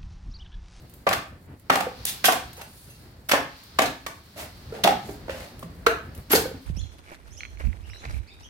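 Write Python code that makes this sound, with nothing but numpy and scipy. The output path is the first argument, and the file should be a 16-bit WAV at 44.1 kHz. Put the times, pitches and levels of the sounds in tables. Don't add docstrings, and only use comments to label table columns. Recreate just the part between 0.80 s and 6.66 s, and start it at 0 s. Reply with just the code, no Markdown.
import sys
import numpy as np
from scipy import signal
from scipy.fft import rfft, irfft, next_fast_len
from scipy.io import wavfile
from scipy.ndimage import uniform_filter1d

SR = 44100
rng = np.random.default_rng(int(sys.argv[2]) if len(sys.argv) > 2 else 0)


def generate_wav(signal):
    frames = np.transpose(np.atleast_2d(signal))
    scaled = np.clip(frames, -1, 1) * 32767
    pcm = np.round(scaled).astype(np.int16)
    wavfile.write(sys.argv[1], SR, pcm)


N = 258426
TIME = np.arange(N) / SR
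# pitch_hz, correlation (-1 to 1)
LIKENESS = [(25, 0.7), (60, 1), (150, 0.96), (280, 0.88), (550, 0.73), (1100, 0), (2200, 0.059), (16000, 0)]


def cracks():
    # start_s, swell_s (time scale), level_db, pitch_hz (of the splitting cane),
    # treble_fall_db_per_octave
    crack_rows = [(.2662, .009, -12.5, 1134, 9.5), (.2887, .0038, -21, 2600, 4),
                  (.3057, .015, -21, 1200, 7.5), (.3284, .0056, -19, 1650, 3.5),
                  (.8975, .0053, -7, 1233, 7.2), (.9172, .021, -25, 806, 3.5),
                  (.9553, .0032, -15.5, 810, 3), (1.0028, .006, -23, 835, 3.5),
                  (1.2519, .0026, -17.5, 10000, 0), (1.441, .0059, -13.5, 1520, 4),
                  (1.4496, .0088, -14.5, 3300, 0.5), (1.4806, .0094, -13, 1080, 7.5),
                  (1.5194, .0086, -23, 1020, 1.5), (1.8115, .005, -38.5, 1100, 1.5),
                  (2.4874, .009, -25, 1410, 2.5), (2.5124, .0059, -11.5, 1630, 4),
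                  (2.5328, .0066, -12, 1035, 7), (2.9865, .005, -8.5, 1090, 5),
                  (3.0175, .0057, -17, 960, 3.5), (3.055, .0091, -29, 4160, 7.5),
                  (3.2632, .0043, -25, 1100, 3.5), (4.036, 0.006, -12.5, 3520, 6.5),
                  (4.037, .02, -17, 665, 6.5), (4.0745, .003, -10.5, 815, 4.5),
                  (4.2874, .0063, -32, 290, 4.5), (4.4809, .0033, -25.5, 550, 9),
                  (4.4938, .0028, -26.5, 1650, 10), (4.8265, .0057, -38, 250, 2.5),
                  (5.063, .0052, -11.5, 1480, 6), (5.531, .004, -10, 1430, 9.5),
                  (5.5451, .015, -18.5, 4500, 2.5)]
    return swarms(crack_rows, softness=0.6, grain_db=5.5, alike=0.33, evenness=0.62)


def scrapes():
    # start_s, swell_s (time scale), level_db, pitch_hz, treble_fall_db_per_octave
    scrape_rows = [(1.2531, 0.03, -31.5, 3600, 0), (1.7599, 0.035, -45.5, 890, 4),
                   (1.81, 0.18, -55.5, 10000, -1), (3.5563, .045, -41, 610, 0.15),
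                   (3.9179, 0.043, -39, 470, 4), (4.22, 0.068, -53, 7000, -2),
                   (4.49, .023, -39.5, 2800, 5.5), (4.5095, 0.078, -44, 560, 2),
                   (5.497, 0.029, -25.5, 1370, .6)]
    swarm = swarms(scrape_rows, softness=1.0, grain_db=3.0, alike=0.22, evenness=0.46)
    return swarm * from_db(1.64 * drift(rate=150))


def swarms(rows, softness, grain_db, alike, evenness):
    out = np.zeros((2, N))
    for start_s, *row in rows:
        add(out, start_s, burst(row, softness, grain_db, alike, evenness))
    return out


def burst(row, softness, grain_db, alike, evenness):
    # pitch_hz, level_db (per third octave)
    pole_resonances = [(60, -35), (120, -11), (200, -5.5), (320, -8), (450, -8), (660, -4), (1000, -9.5),
                       (1400, -8), (2200, -6), (4400, -7), (7500, -7), (11000, -5), (16000, -7)]
    usual_air_hz, air_scatter_octaves = 675, 0.15
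    swell_s, level_db, pitch_hz, treble_fall = row
    swell_s = max(swell_s, .001)
    size = 2 * next_fast_len(int((2 * swell_s + .03) * SR))

    u = np.arange(size) / SR / swell_s
    shape = (u * u / softness) ** (softness / 2) * np.exp((softness - u * u) / 2)
    grains = from_db(grain_db * np.minimum(rng.exponential(1, size), 5))
    snaps = rfft(shape * rng.standard_normal((2, size)) * grains)
    even_snaps = irfft(snaps / np.abs(snaps) ** min(evenness, 1))
    snaps = rfft(even_snaps * shape ** 0.2)
    snaps = snaps / np.sqrt(np.mean(np.abs(snaps) ** 2, axis=1, keepdims=True))

    hz = np.maximum(np.arange(size // 2 + 1) * SR / size, 10)
    colour = from_db(level_db - skirts_db(hz, pitch_hz, treble_fall) + at_hz(pole_resonances, hz))
    air_hz = usual_air_hz * 2 ** (air_scatter_octaves * rng.normal())
    colour = colour * woody(hz, air_hz, pitch_hz, boost_db=4.5, width=0.05, upper_db=-8)
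    third_octave = (2 ** (1 / 6) - 2 ** (-1 / 6)) * hz / (SR / 2)
    pair = widen(snaps, np.maximum(alike, at_hz(LIKENESS, hz)))
    return irfft(pair * causal(colour / np.sqrt(third_octave))) * np.linalg.norm(shape)


def skirts_db(hz, pitch_hz, treble_fall, flat_above_hz=10000):
    bass_fall_db_per_octave, bass_limit_db = 8, 23.5
    octaves = np.log2(np.minimum(hz, flat_above_hz) / pitch_hz)
    bass_loss_db = np.minimum(-bass_fall_db_per_octave * octaves, bass_limit_db)
    return np.where(octaves > 0, treble_fall * octaves, bass_loss_db)


def woody(hz, air_hz, wall_hz, boost_db, width, upper_db):
    modes = [(air_hz, 0), (wall_hz, 0), (1.54 * wall_hz, upper_db), (3.4 * wall_hz, upper_db)]
    power = 1
    for centre_hz, mode_db in modes:
        power = power + from_db(boost_db + mode_db) ** 2 / (1 + ((hz / centre_hz - 1) / width) ** 2)
    octaves = np.linspace(np.log2(hz[0]), np.log2(hz[-1]), num=440)
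    local_power = uniform_filter1d(np.interp(octaves, np.log2(hz), power), size=50)
    return np.sqrt(power / np.interp(np.log2(hz), octaves, local_power))


def causal(gain):
    cepstrum = irfft(np.log(gain))
    half = len(cepstrum) // 2
    return np.exp(rfft(np.r_[cepstrum[0], 2 * cepstrum[1:half]], len(cepstrum)))


def hoots(third_db, rise):
    # start_s, pitch_hz, level_db
    hoot_rows = [(.267, 554, -7), (.27, 429, -16.5), (.899, 1250, -4), (.908, 267, -22.5),
                 (1.067, 500, -16.5), (1.483, 730, -6), (1.778, 520, -37), (2.534, 597, -9),
                 (2.533, 278, -20), (2.988, 1146, -12), (3.018, 263, -21.5), (3.561, 610, -34.5),
                 (3.923, 453, -22), (4.04, 190, -26), (4.072, 811, -4.5), (4.288, 418, -28),
                 (4.494, 534, -17), (4.826, 1115, -23.5), (4.84, 164.7, -31.5), (5.065, 1355, 3.5),
                 (5.067, 458, -5), (5.504, 295, -23.5), (5.5337, 419, -5.5), (5.536, 296, -14.5),
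                 (5.551, 503, -8), (5.577, 443, -16.5), (5.655, 500, -17), (5.713, 472, -24.5),
                 (5.742, 264, -29)]
    cycles_to_60_db_down = 25.4
    out = np.zeros((2, N))
    for start_s, hz, level_db in hoot_rows:
        t60 = cycles_to_60_db_down / hz
        hoot = ring(hz, t60, rise) + from_db(third_db) * ring(3 * hz, t60, rise)
        add(out, start_s, from_db(level_db) * hoot)
    return out


def blade(spread_db, rise):
    # start_s, level_db, brightness_db_per_octave (about 8 kHz)
    touches = [(1.448, -27, -1.5), (1.766, -52.5, -1), (1.812, -51.5, -2.5), (2.1, -57, -7),
               (2.487, -41.5, 11), (3.017, -42, -5.5), (5.515, -30.5, 10), (5.548, -35, 4)]
    # pitch_hz, level_db, t60_s
    blade_modes = [(2716, -2.5, 0.27), (3230, -16, .18), (4640, -13, 0.13), (6140, 1, .2),
                   (7400, -15, 0.19), (8500, -1, 0.39), (8506, -16, 0.27), (9781, 1, 0.19),
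                   (10740, 1, 0.17), (11300, -7, .16), (11640, 6.5, 0.16), (12650, 0, 0.16),
                   (14100, -1, .17), (15050, -11, .15)]
    out = np.zeros((2, N))
    for start_s, level_db, bright_db in touches:
        for hz, mode_db, t60 in blade_modes:
            strength_db = level_db + mode_db + bright_db * np.log2(hz / 8000)
            for side in out:
                strength = from_db(strength_db + spread_db * rng.normal())
                add(side, start_s, strength * ring(hz, t60, rise))
    return out


def ring(hz, t60, rise):
    t = TIME[:SR // 2]
    sine = np.sin(2 * np.pi * (hz * t + rng.random()))
    return sine * from_db(-60 * t / t60) * (1 - np.exp(-(t / rise) ** 2))


def embers(tick_db, decay, per_s, faint_db):
    # start_s, level_db (before tick_db is added)
    clear_ticks = [(.0964, -43.5), (.138, -40), (.7976, -56), (1.731, -37), (2.8355, -42), (4.793, -37),
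                   (5.349, -35.5), (5.3762, -40)]
    # (relative, per Hz)
    tick_colour = [(1000, -15), (3000, -6.5), (6000, -11), (10000, -2.5), (16000, -2)]
    kicks = (rng.random(N) < per_s / SR) * from_db(faint_db + 4 * rng.standard_normal(N))
    for start_s, level_db in clear_ticks:
        add(kicks, start_s, from_db([level_db + tick_db]))
    envelope = signal.lfilter([1], [1, -np.exp(-1 / (decay * SR))], kicks + 1e-18)
    return envelope * coloured_noise(tick_colour)


def from_the_right(x, lag_s, pan_db):
    left = np.interp(TIME - lag_s, TIME, x[0]) * from_db(-pan_db)
    return np.array([left, x[1] * from_db(pan_db)])


def walls(x, build, grain_db, shift_rate):
    turn = 2 * np.pi * shift_rate * TIME
    right = x[1:]
    first = signal.fftconvolve(right, echo(build, grain_db), axes=1)[:, :N]
    second = signal.fftconvolve(right, echo(build, grain_db), axes=1)[:, :N]
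    return np.cos(turn) * first + np.sin(turn) * second


def echo(build, grain_db):
    # pitch_hz, t60_s
    wall_t60 = [(200, 0.49), (560, 0.3247), (1400, 0.4), (3600, 0.3772), (10000, 0.29)]
    # pitch_hz, level_db (against the sound sent to the walls)
    wall_db = [(200, 0.8), (560, -0.5), (1400, -1), (3600, -2.5), (10000, -3.5)]
    edges = 22 * 2 ** (np.arange(30) / 3)
    t = TIME[:int(.7 * SR)]
    sparse = from_db(grain_db * np.exp(-t / 0.34) * np.minimum(rng.exponential(1, len(t)), 5))
    even_sparse = sparse / np.sqrt(uniform_filter1d(sparse ** 2, size=400))
    white = rng.standard_normal((2, 2, len(t))) * even_sparse
    out = 0
    for k, (low, high) in enumerate(zip(edges, edges[1:])):
        hz = np.sqrt(low * high)
        bandpass = signal.butter(2, (low, high), "band", fs=SR, output="sos")
        band = widen(signal.sosfilt(bandpass, white[k % 2]), at_hz(LIKENESS, hz))
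        band = band * from_db(-60 * t / at_hz(wall_t60, hz)) * (1 - np.exp(-t / build))
        share = 2 * (high - low) / SR / len(t)
        out = out + rms_one(band) * np.sqrt(share) * from_db(at_hz(wall_db, hz))
    return out


def fire(flutter_db, sputter_db):
    # time_s, level_db
    flame_level = [(0, -48.5), (1.2, -47.5), (1.7, -50), (3.9, -47), (4.25, -41), (4.7, -45), (5.45, -44),
                   (5.72, -38), (5.86, -48)]
    # time_s, level_db
    steam_level = [(0, -63), (.75, -69.5), (1.2, -48), (1.7, -53), (2.22, -56.5), (2.44, -65.5),
                   (2.8, -51.5), (3.35, -56.5), (4.2, -50), (4.7, -54.5), (5, -62.5), (5.86, -55.5)]
    # (relative, per Hz)
    flame_colour = [(20, -28), (40, -9), (62, -2), (85, -3), (125, -5.5), (170, -9.5), (300, -15.5),
                    (500, -20.5), (1000, -27), (2000, -30), (4000, -46), (9000, -69)]
    hiss_colour = [(1000, -4.5), (2500, -8), (3400, -6.5), (4400, -1), (5500, -8.5), (7500, -20.5)]
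    fizz_colour = [(4000, -18), (7000, 0), (10000, -0.5), (14500, 0.5), (16000, -0.5)]
    steam_db = in_time(steam_level)
    usual_fizz_db, fizz_follows = -63, .3
    fizz_db = usual_fizz_db + fizz_follows * (steam_db - steam_db.mean())
    flame_db = in_time(flame_level) + flutter_db * drift(rate=23)
    flame = from_db(flame_db) * coloured_noise(flame_colour)
    steam = from_db(steam_db + 1.7 * drift(rate=5.2)) * coloured_noise(hiss_colour)
    froth = from_db(fizz_db + sputter_db * drift(rate=44)) * coloured_noise(fizz_colour)
    return flame + steam + froth


def coloured_noise(spectrum):
    size = next_fast_len(N)
    hz = np.maximum(np.arange(size // 2 + 1) * SR / size, 1)
    gain = from_db(at_hz(spectrum, hz)) * np.minimum(hz / spectrum[0][0], 1) ** 2
    pair = widen(rfft(rng.standard_normal((2, size))), at_hz(LIKENESS, hz))
    return rms_one(irfft(pair * gain, size)[:, :N])


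def drift(rate):
    knots = rng.standard_normal(int(rate * N / SR) + 2)
    return np.interp(TIME * rate, np.arange(len(knots)), knots)


def widen(pair, alike):
    alike = np.clip(alike, -.99, .99)
    middle = np.sqrt((1 + alike) / 2) * pair[0]
    side = np.sqrt((1 - alike) / 2) * pair[1]
    return middle + side * np.array([[1], [-1]])


def from_db(db):
    return 10 ** (np.asarray(db) / 20)


def rms_one(x):
    return x / np.sqrt(np.mean(x ** 2) + 1e-20)


def at_hz(points, hz):
    table_hz, values = np.transpose(points)
    return np.interp(np.log(hz), np.log(table_hz), values)


def in_time(curve):
    return np.interp(TIME, *np.transpose(curve))


def add(out, start_s, sound):
    start = int(np.clip(round(start_s * SR), 0, N - 1))
    out[..., start:start + sound.shape[-1]] += sound[..., :N - start]


def scene():
    bright = cracks() + scrapes() + embers(tick_db=-1.5, decay=0.0053, per_s=9.3, faint_db=-60)
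    ringing = hoots(third_db=-16.5, rise=0.0018) + blade(spread_db=3, rise=0.0018)
    direct = from_the_right(bright + ringing, lag_s=0.00016, pan_db=0.6)
    to_walls = bright + from_db(-5.5) * ringing
    reflected = walls(to_walls, build=0.0041, grain_db=4.5, shift_rate=2.2)
    return direct + reflected + fire(flutter_db=4, sputter_db=2.8)


def record(dry):
    top = 0.94
    rounded = top * np.tanh(dry / top)
    return signal.sosfilt(signal.ellip(10, .1, 80, 16000, fs=SR, output="sos"), rounded)


dry = scene()
out = record(dry)
generate_wav(out)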